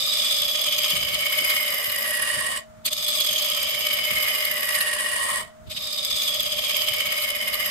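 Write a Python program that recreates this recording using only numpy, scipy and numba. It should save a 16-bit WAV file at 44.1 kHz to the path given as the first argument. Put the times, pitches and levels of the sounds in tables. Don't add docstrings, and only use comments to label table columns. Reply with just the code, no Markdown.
import sys
import numpy as np
from scipy import signal
from scipy.fft import rfft, irfft
from scipy.io import wavfile
from scipy.ndimage import uniform_filter1d
from numba import njit

SR = 44100
rng = np.random.default_rng(int(sys.argv[2]) if len(sys.argv) > 2 else 0)


def digitize_waveform(pressure):
    field = np.atleast_2d(pressure).T
    bounded = np.clip(field, -1, 1)
    quanta = np.round(bounded * 32767).astype(np.int16)
    wavfile.write(sys.argv[1], SR, quanta)


N = 339570
TIME = np.arange(N) / SR
TURNS_PER_S = 16.75

# (edge bites [s], slide starts [s], edge lifts [s], least overhang [0-1],
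# share of the full stroke, lighter at entry [dB], fade on lifting [dB per s], sag of the high modes [0-1])
PASSES = [(-0.2, 0.0, 2.575, .01, .975, 2, 370, .17), (2.852, 2.76, 5.385, .1, 1.01, 4.5, 230, .04),
          (5.7, 5.87, 8.0, .04, 1.0, 9, 300, 0)]
# (time [s], crunch level [dB], crackle level [dB], half length [s])
SNAGS = [(2.862, -28, -23, .009), (2.881, -24, -28, .009), (2.932, -33, -30, .012), (5.677, -52, -58, .012),
         (5.718, -33, -39, .016), (5.775, -29, -36, .012)]
# (frequency [Hz], relative level per Hz [dB])
FIBRE_HISS = [(1000, 4), (2500, 8), (4500, 24.5), (5700, -44), (7500, -12), (11000, 18.5), (14000, -15.5),
              (15500, -35)]
# (nominal time [s], relative level [dB], pitch [Hz])
THUMPS = [(0.925, -37, 161), (0.959, -36, 75), (1.049, -39, 89), (1.119, -44, 61), (1.405, -37.5, 278),
          (2.365, -36, 135), (4.103, -32.5, 172), (5.39, -43, 80), (5.666, -34, 79), (6.453, -39, 114),
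          (6.722, -42, 82), (6.899, -39, 97), (7.57, -44, 90)]


def cutting(ring_db, crackle_db, overhang, sag, tough_db):
    # (width [Hz], [(overhang [0-1], frequency [Hz], relative level [dB]), ..])
    bending = [(136, [(0, 1240, -11), (.6, 1266, -8.5), (.85, 1120, -6.5), (1, 1050, 5.5)]),
               (81, [(0, 2397, -9.5), (.25, 2415, -6), (.42, 2280, 5), (.6, 2160, 7), (.8, 1870, 7),
               (1, 1900, 5)]), (158, [(0, 3780, 6.5), (.2, 3285, 9.5), (.4, 3063, 6.5), (.6, 3010, 3),
               (.8, 2820, -2), (1, 2970, -2.5)]), (417, [(0, 3700, -15), (.5, 3760, -19), (1, 3370, -30)]),
               (240, [(0, 4860, 2.5), (.4, 4820, -3.5), (.7, 4900, -4.5), (1, 4540, -16.5)]),
               (214, [(0, 5000, -22), (.5, 4950, -29.5), (1, 5200, -18)]), (945, [(0, 3420, -15.5),
               (.5, 2590, -8.5), (1, 2040, -15.5)])]
    # (width [Hz], [(overhang [0-1], frequency before sag [Hz], relative level [dB]), ..])
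    shrill = [(450, [(0, 6470, 0.5), (.25, 6540, 7), (.5, 6760, 3), (1, 5900, -7)]), (450, [(0, 7930, 7),
              (.25, 8300, 5.5), (.5, 8540, 9.5), (.8, 8680, 12.5), (1, 8600, 19.5)]),
              (700, [(0, 9800, -16.5), (.6, 9700, 13.5), (1, 9700, 4)]), (800, [(0, 12680, 3),
              (.5, 12910, 16), (.68, 12600, 22), (.78, 10740, 17), (.85, 10650, 8), (1, 9300, 10.5)]),
              (800, [(0, 13600, -45), (.6, 13500, -32), (1, 12800, 9)])]
    breaks = breakage(66)
    wobble = overhang + .021 * drift(20)

    force_db = .62 * tough_db + 1.1 * breaks
    force = tearing(force_db, snaps_per_s=640, snap_size=1.4, spread_db=2.0)
    ring = through_rest(gouge(force, bending, wobble, flicker_db=1.82))
    ring = evened(with_echoes(ring, wet=0.57))

    sharp_db = tough_db + 2.1 * breaks
    sharp = tearing(sharp_db, snaps_per_s=800, snap_size=.9, spread_db=2.5)
    hiss = from_db(-10.0 + sharp_db) * noise(FIBRE_HISS)
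    crackle = through_rest(gouge(sharp, shrill, wobble, flicker_db=3.0, sag=sag) + hiss)
    crackle = evened(with_echoes(crackle, wet=.5))

    ring = from_db(ring_db) * ring * from_db([[-.45], [.45]])
    crackle = from_db(crackle_db) * crackle * from_db([[-.25], [.25]])
    return ring + crackle


def gouge(force, modes, overhang, flicker_db, sag=0):
    out = 0
    for width_hz, track in modes:
        hz, db = along(track, overhang)
        flickering = force * from_db(flicker_db * drift(70))
        out = out + from_db(db) * resonate(flickering, hz * (1 - sag), width_hz)
    return out


def tearing(force_db, snaps_per_s, snap_size, spread_db):
    snapping = rng.random(N) < snaps_per_s / SR
    strength_db = spread_db * np.minimum(rng.exponential(1, N), 4)
    snaps = snapping * from_db(strength_db)
    return from_db(force_db) * white() * (1 + snap_size * snaps)


def breakage(corner_hz, size=1100):
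    fast = drift(corner_hz)
    return rms_one(fast - uniform_filter1d(fast, size))


def toughness():
    # (place on the rim [turns], level [dB])
    tough_side = [(.25, 4), (.82, 3.2), (.29, 6.5)]
    # (from [s], to [s], place on the rim at start [turns], at end [turns], level [dB])
    streaks = [(.65, 1.6, .15, .25, 4.5), (1.7, 2.2, .9, .84, 6), (2.95, 4.4, .71, .92, 4),
               (2.95, 3.95, .4, .48, 4), (4.42, 4.95, .59, .61, 7), (5.95, 7.7, .38, .38, 3)]
    side_width_turns, streak_width_turns, streak_fade_s = .18, .055, .08
    place, side_db = per_pass(tough_side)
    out = side_db * once_a_turn(place, side_width_turns)
    for start, end, first, last, db in streaks:
        present = np.clip(np.minimum(TIME - start, end - TIME) / streak_fade_s + .5, 0, 1)
        place = np.interp(TIME, [start, end], [first, last])
        out = out + db * present * once_a_turn(place, streak_width_turns)
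    return out


def handling():
    # (time since the slide started [s], overhang before scaling [0-1])
    stroke = [(-.15, 0), (.1, .06), (.5, .18), (1.0, .36), (1.5, .6), (2.0, .75), (2.7, .98)]
    attack_db_per_s, settle_s = 2000, .11
    bounce_db, bounce_delay_s, bounce_width_turns = 13, .047, .17
    sag_s = .05
    free_db = -45

    bite_s, slide_s, lift_s, entry, reach, light_db, fade_db_per_s, sag_share = per_pass(PASSES)
    attack_db = attack_db_per_s * np.minimum(TIME - bite_s, 0)
    thrown_db = bounce_db * once_a_turn((bite_s + bounce_delay_s) * TURNS_PER_S, bounce_width_turns)
    settle_db = -(light_db + thrown_db) * np.exp(-np.maximum(TIME - bite_s, 0) / settle_s)
    release_db = -fade_db_per_s * np.maximum(TIME - lift_s, 0)
    contact_db = np.maximum(attack_db + settle_db + release_db, free_db)

    slid, = along(stroke, TIME - slide_s)
    overhang = np.maximum(reach * slid, entry)
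    sag = sag_share * np.exp(np.minimum((TIME - lift_s) / sag_s - 1, 0))
    return contact_db, overhang, sag


def cut_levels(contact_db):
    # (time [s], tool ring level [dB], crackle level [dB])
    effort = [
        [(0.02, -22.9, -31.4), (0.34, -22.3, -28.7), (0.5, -24.6, -31.5), (0.9, -22.5, -28.7),
         (1.06, -26.0, -33.9), (1.54, -22.0, -27.2), (1.62, -24.8, -29.5), (1.86, -28.0, -29.6),
         (2.3, -25.3, -28.2), (2.56, -28.8, -31.4)],
        [(2.93, -26.1, -30.0), (3.19, -23.3, -27.2), (3.79, -26.3, -31.9), (3.89, -23.7, -29.6),
         (4.05, -25.1, -31.6), (4.21, -23.0, -28.4), (4.61, -27.3, -30.3), (4.77, -23.9, -26.7),
         (4.95, -26.5, -30.2), (5.35, -26.4, -28.3)],
        [(5.98, -26.7, -34.3), (6.22, -24.1, -29.6), (6.56, -27.0, -34.5), (6.74, -23.8, -29.7),
         (7.12, -25.6, -33.3), (7.24, -25.7, -29.5), (7.34, -27.6, -35.0), (7.66, -26.1, -30.3)],
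    ]
    ring_trim_db, crackle_trim_db = .25, -.1
    crackle_follows = 1.3
    ring_db, crackle_db = along(np.vstack(effort), TIME)
    crackle = from_db(crackle_db + crackle_trim_db + crackle_follows * contact_db)
    snagging = sum(swell(s, db, width_s) for s, _, db, width_s in SNAGS)
    return ring_db + ring_trim_db + contact_db, 20 * np.log10(crackle + snagging)


def splinters():
    # (nominal time [s], relative level [dB])
    cracks = [(0.9028, -16.5), (1.1423, -21), (1.3808, -20), (1.5035, -14), (1.8981, -20), (2.8555, -19),
              (3.0849, -15), (3.2071, -14), (3.4231, -17), (4.4523, -18.5), (4.7496, -20), (4.809, -16),
              (7.224, -17), (7.5424, -18)]
    bright = resonate(white(), 13400, 1500) + from_db(-12) * noise(FIBRE_HISS)
    bright = rms_one(through_rest(bright))
    bursts = sum(swell(s + 0.00068, db, width_s=0.0052) for s, db in cracks)
    return from_db(-6) * bright * bursts


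def snags():
    centre_hz, width_hz = 3400, 2400
    crunch = resonate(resonate(white(), centre_hz, width_hz), centre_hz, width_hz)
    crunch = rms_one(through_rest(crunch))
    return crunch * sum(swell(s, db, half_s) for s, db, _, half_s in SNAGS)


def blank(level_db, tough_db, bite):
    # (frequency [Hz], width [Hz], relative level [dB])
    blank_modes = [(598.2, 23.5, 2.5), (454, 41, -29.5), (240.5, 41, -20.5)]
    force = white() * from_db(0.23 * tough_db)
    freed = 1 + 0.13 * (1 - bite)
    ring = sum(from_db(db) * resonate(force, hz * freed, width_hz) for hz, width_hz, db in blank_modes)
    ring = signal.sosfilt(signal.butter(3, 720, fs=SR, output="sos"), ring)
    return from_db(level_db) * evened(ring)


def blank_level(contact_db, overhang):
    # (overhang [0-1], level [dB])
    shake = [(0, -44), (.2, -38.5), (.5, -37.5), (1, -39.5)]
    trim_db, idle_db = -1, -59
    follows = .6
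    shake_db, = along(shake, overhang)
    return np.maximum(shake_db + trim_db + follows * contact_db, idle_db)


def shavings(draught_db):
    # (frequency [Hz], relative level per Hz [dB])
    stirred = [(20, -8), (40, -4), (70, 3), (130, -2), (200, -2.5), (300, -14), (600, -23), (1500, -38)]
    air = from_db(draught_db + 2.7 * drift(19)) * noise(stirred)
    puff = white()
    thumps = 0
    for s, db, hz in THUMPS:
        thump = rms_one(resonate(resonate(puff, hz, 130), hz, 130))
        thumps = thumps + swell(s + 0.016, db - 4.5, width_s=0.011) * thump
    return (air + thumps) * from_db([[-.8], [.8]])


def draught_level():
    air_db, wander_db, wander_hz = -54.7, 1.5, 5
    gust_db, gust_s, gust_hz = -18, .09, 80
    gusts = sum(gust_hz / hz * swell(s + .04, db + gust_db, gust_s) for s, db, hz in THUMPS)
    steady = from_db(air_db + wander_db * drift(wander_hz))
    return 20 * np.log10(steady + gusts)


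def lathe():
    # (frequency [Hz], relative level [dB])
    tones = [(226.1, -61), (452, -76), (624.5, -53), (6756, -80), (12010, -82)]
    # (frequency [Hz], relative level per Hz [dB])
    rush = [(60, 2), (200, -1), (320, -8), (700, 0.5), (1300, 5.5), (2500, -7), (4500, -12), (8000, -11),
            (12500, -23), (15500, -18)]
    out = from_db(-56) * noise(rush)
    ears = np.array([[0], [np.pi / 2]])
    for hz, db in tones:
        wavering_hz = hz * (1 + 0.0014 * drift(15))
        phase = 2 * np.pi * np.cumsum(wavering_hz) / SR
        level = from_db(db + 2.0 + drift(22))
        out = out + level * np.sqrt(2) * np.sin(phase + ears)
    return out


def through_rest(x):
    # (frequency [Hz], width [Hz], level [dB])
    resonances = [(830, 220, -11), (1090, 110, 4), (1280, 70, 3), (1925, 60, 5), (2030, 70, -4),
                  (2181, 45, 6), (2443, 60, 7), (2905, 50, 3), (3015, 45, 4), (3386, 70, 3), (3690, 50, 3),
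                  (3820, 45, 3), (4430, 90, 4), (4925, 70, 5), (5700, 450, -9), (6100, 250, -4),
                  (8763, 70, 5), (10545, 90, 7), (11550, 400, -5), (11800, 80, 6), (12080, 200, -4),
                  (12364, 130, 6), (15600, 1200, -9)]
    for hz, width_hz, db in resonances:
        x = x + (from_db(db) - 1) * resonate(x, hz, width_hz)
    return x


def with_echoes(x, wet):
    # (delay [s], share before the wet factor)
    reflections = [
        [(.0023, .3), (.0061, -0.24), (.0107, 0.19), (.0173, -0.32), (.0269, 0.18)],
        [(.0031, -0.26), (.0053, .27), (.0127, -0.4), (.0199, 0.35), (.0307, -0.075)],
    ]
    at = np.arange(N)
    echoed = []
    for ear, side in zip(x, reflections):
        echoed.append(sum(share * np.interp(at - delay * SR, at, ear, left=0) for delay, share in side))
    return x + wet * np.array(echoed)


def resonate(x, hz, width_hz):
    return two_pole(x, np.cos(2 * np.pi * hz / SR) * np.ones(N), np.exp(-np.pi * abs(width_hz) / SR))


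@njit
def two_pole(x, cosine, r):
    y = np.zeros_like(x)
    for c in range(2):
        for i in range(2, x.shape[1]):
            drive = (1 - r * r) / 2 * (x[c, i] - x[c, i - 2])
            y[c, i] = drive + (1 + r * r) * cosine[i] * y[c, i - 1] - r * r * y[c, i - 2]
    return y


def once_a_turn(place, width):
    away = (TIME * TURNS_PER_S - place + .5) % 1 - .5
    return np.exp(-.5 * (away / width) ** 2)


def per_pass(rows):
    starts = np.transpose(PASSES)[0] - .05
    return np.array(rows)[np.searchsorted(starts, TIME) - 1].T


def swell(s, db, width_s):
    return from_db(db) * np.exp(-np.minimum(((TIME - s) / width_s) ** 2, 40))


def evened(x, size=5266):
    power = np.abs(uniform_filter1d(np.mean(x ** 2, axis=0), size))
    return x / np.sqrt(power + 1e-12)


def noise(spectrum):
    hz, level_db = np.transpose(spectrum)
    bins = np.maximum(np.arange(N // 2 + 1) * SR / N, 1)
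    colour = from_db(np.interp(np.log(bins), np.log(hz), level_db))
    return rms_one(irfft(rfft(white()) * colour, N))


def white():
    return rng.standard_normal((2, N))


def drift(corner_hz):
    r = np.exp(-20 * np.pi * corner_hz / SR)
    slow = signal.lfilter([1], [1, -2 * r, r * r], rng.standard_normal(N // 10 + 4002))[4000:]
    return np.interp(np.arange(N) / 10, np.arange(len(slow)), rms_one(slow))


def along(rows, where):
    first, *columns = np.transpose(rows)
    return [np.interp(where, first, c) for c in columns]


def from_db(db):
    return 10 ** (np.asarray(db) / 20)


def rms_one(x):
    return x / np.sqrt(np.mean(x ** 2) + 1e-20)


def scene():
    contact_db, overhang, sag = handling()
    ring_db, crackle_db = cut_levels(contact_db)
    tough_db = toughness()
    bite = np.interp(ring_db, [-48, -31], [0, 1])
    tool = cutting(ring_db, crackle_db, overhang, sag, tough_db) + splinters() + snags()
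    wood = blank(blank_level(contact_db, overhang), tough_db, bite)
    return tool + wood + shavings(draught_level()) + lathe()


def record(dry):
    return signal.sosfilt(signal.ellip(12, .2, 90, 15600, fs=SR, output="sos"), dry)


dry = scene()
out = record(dry)
digitize_waveform(out)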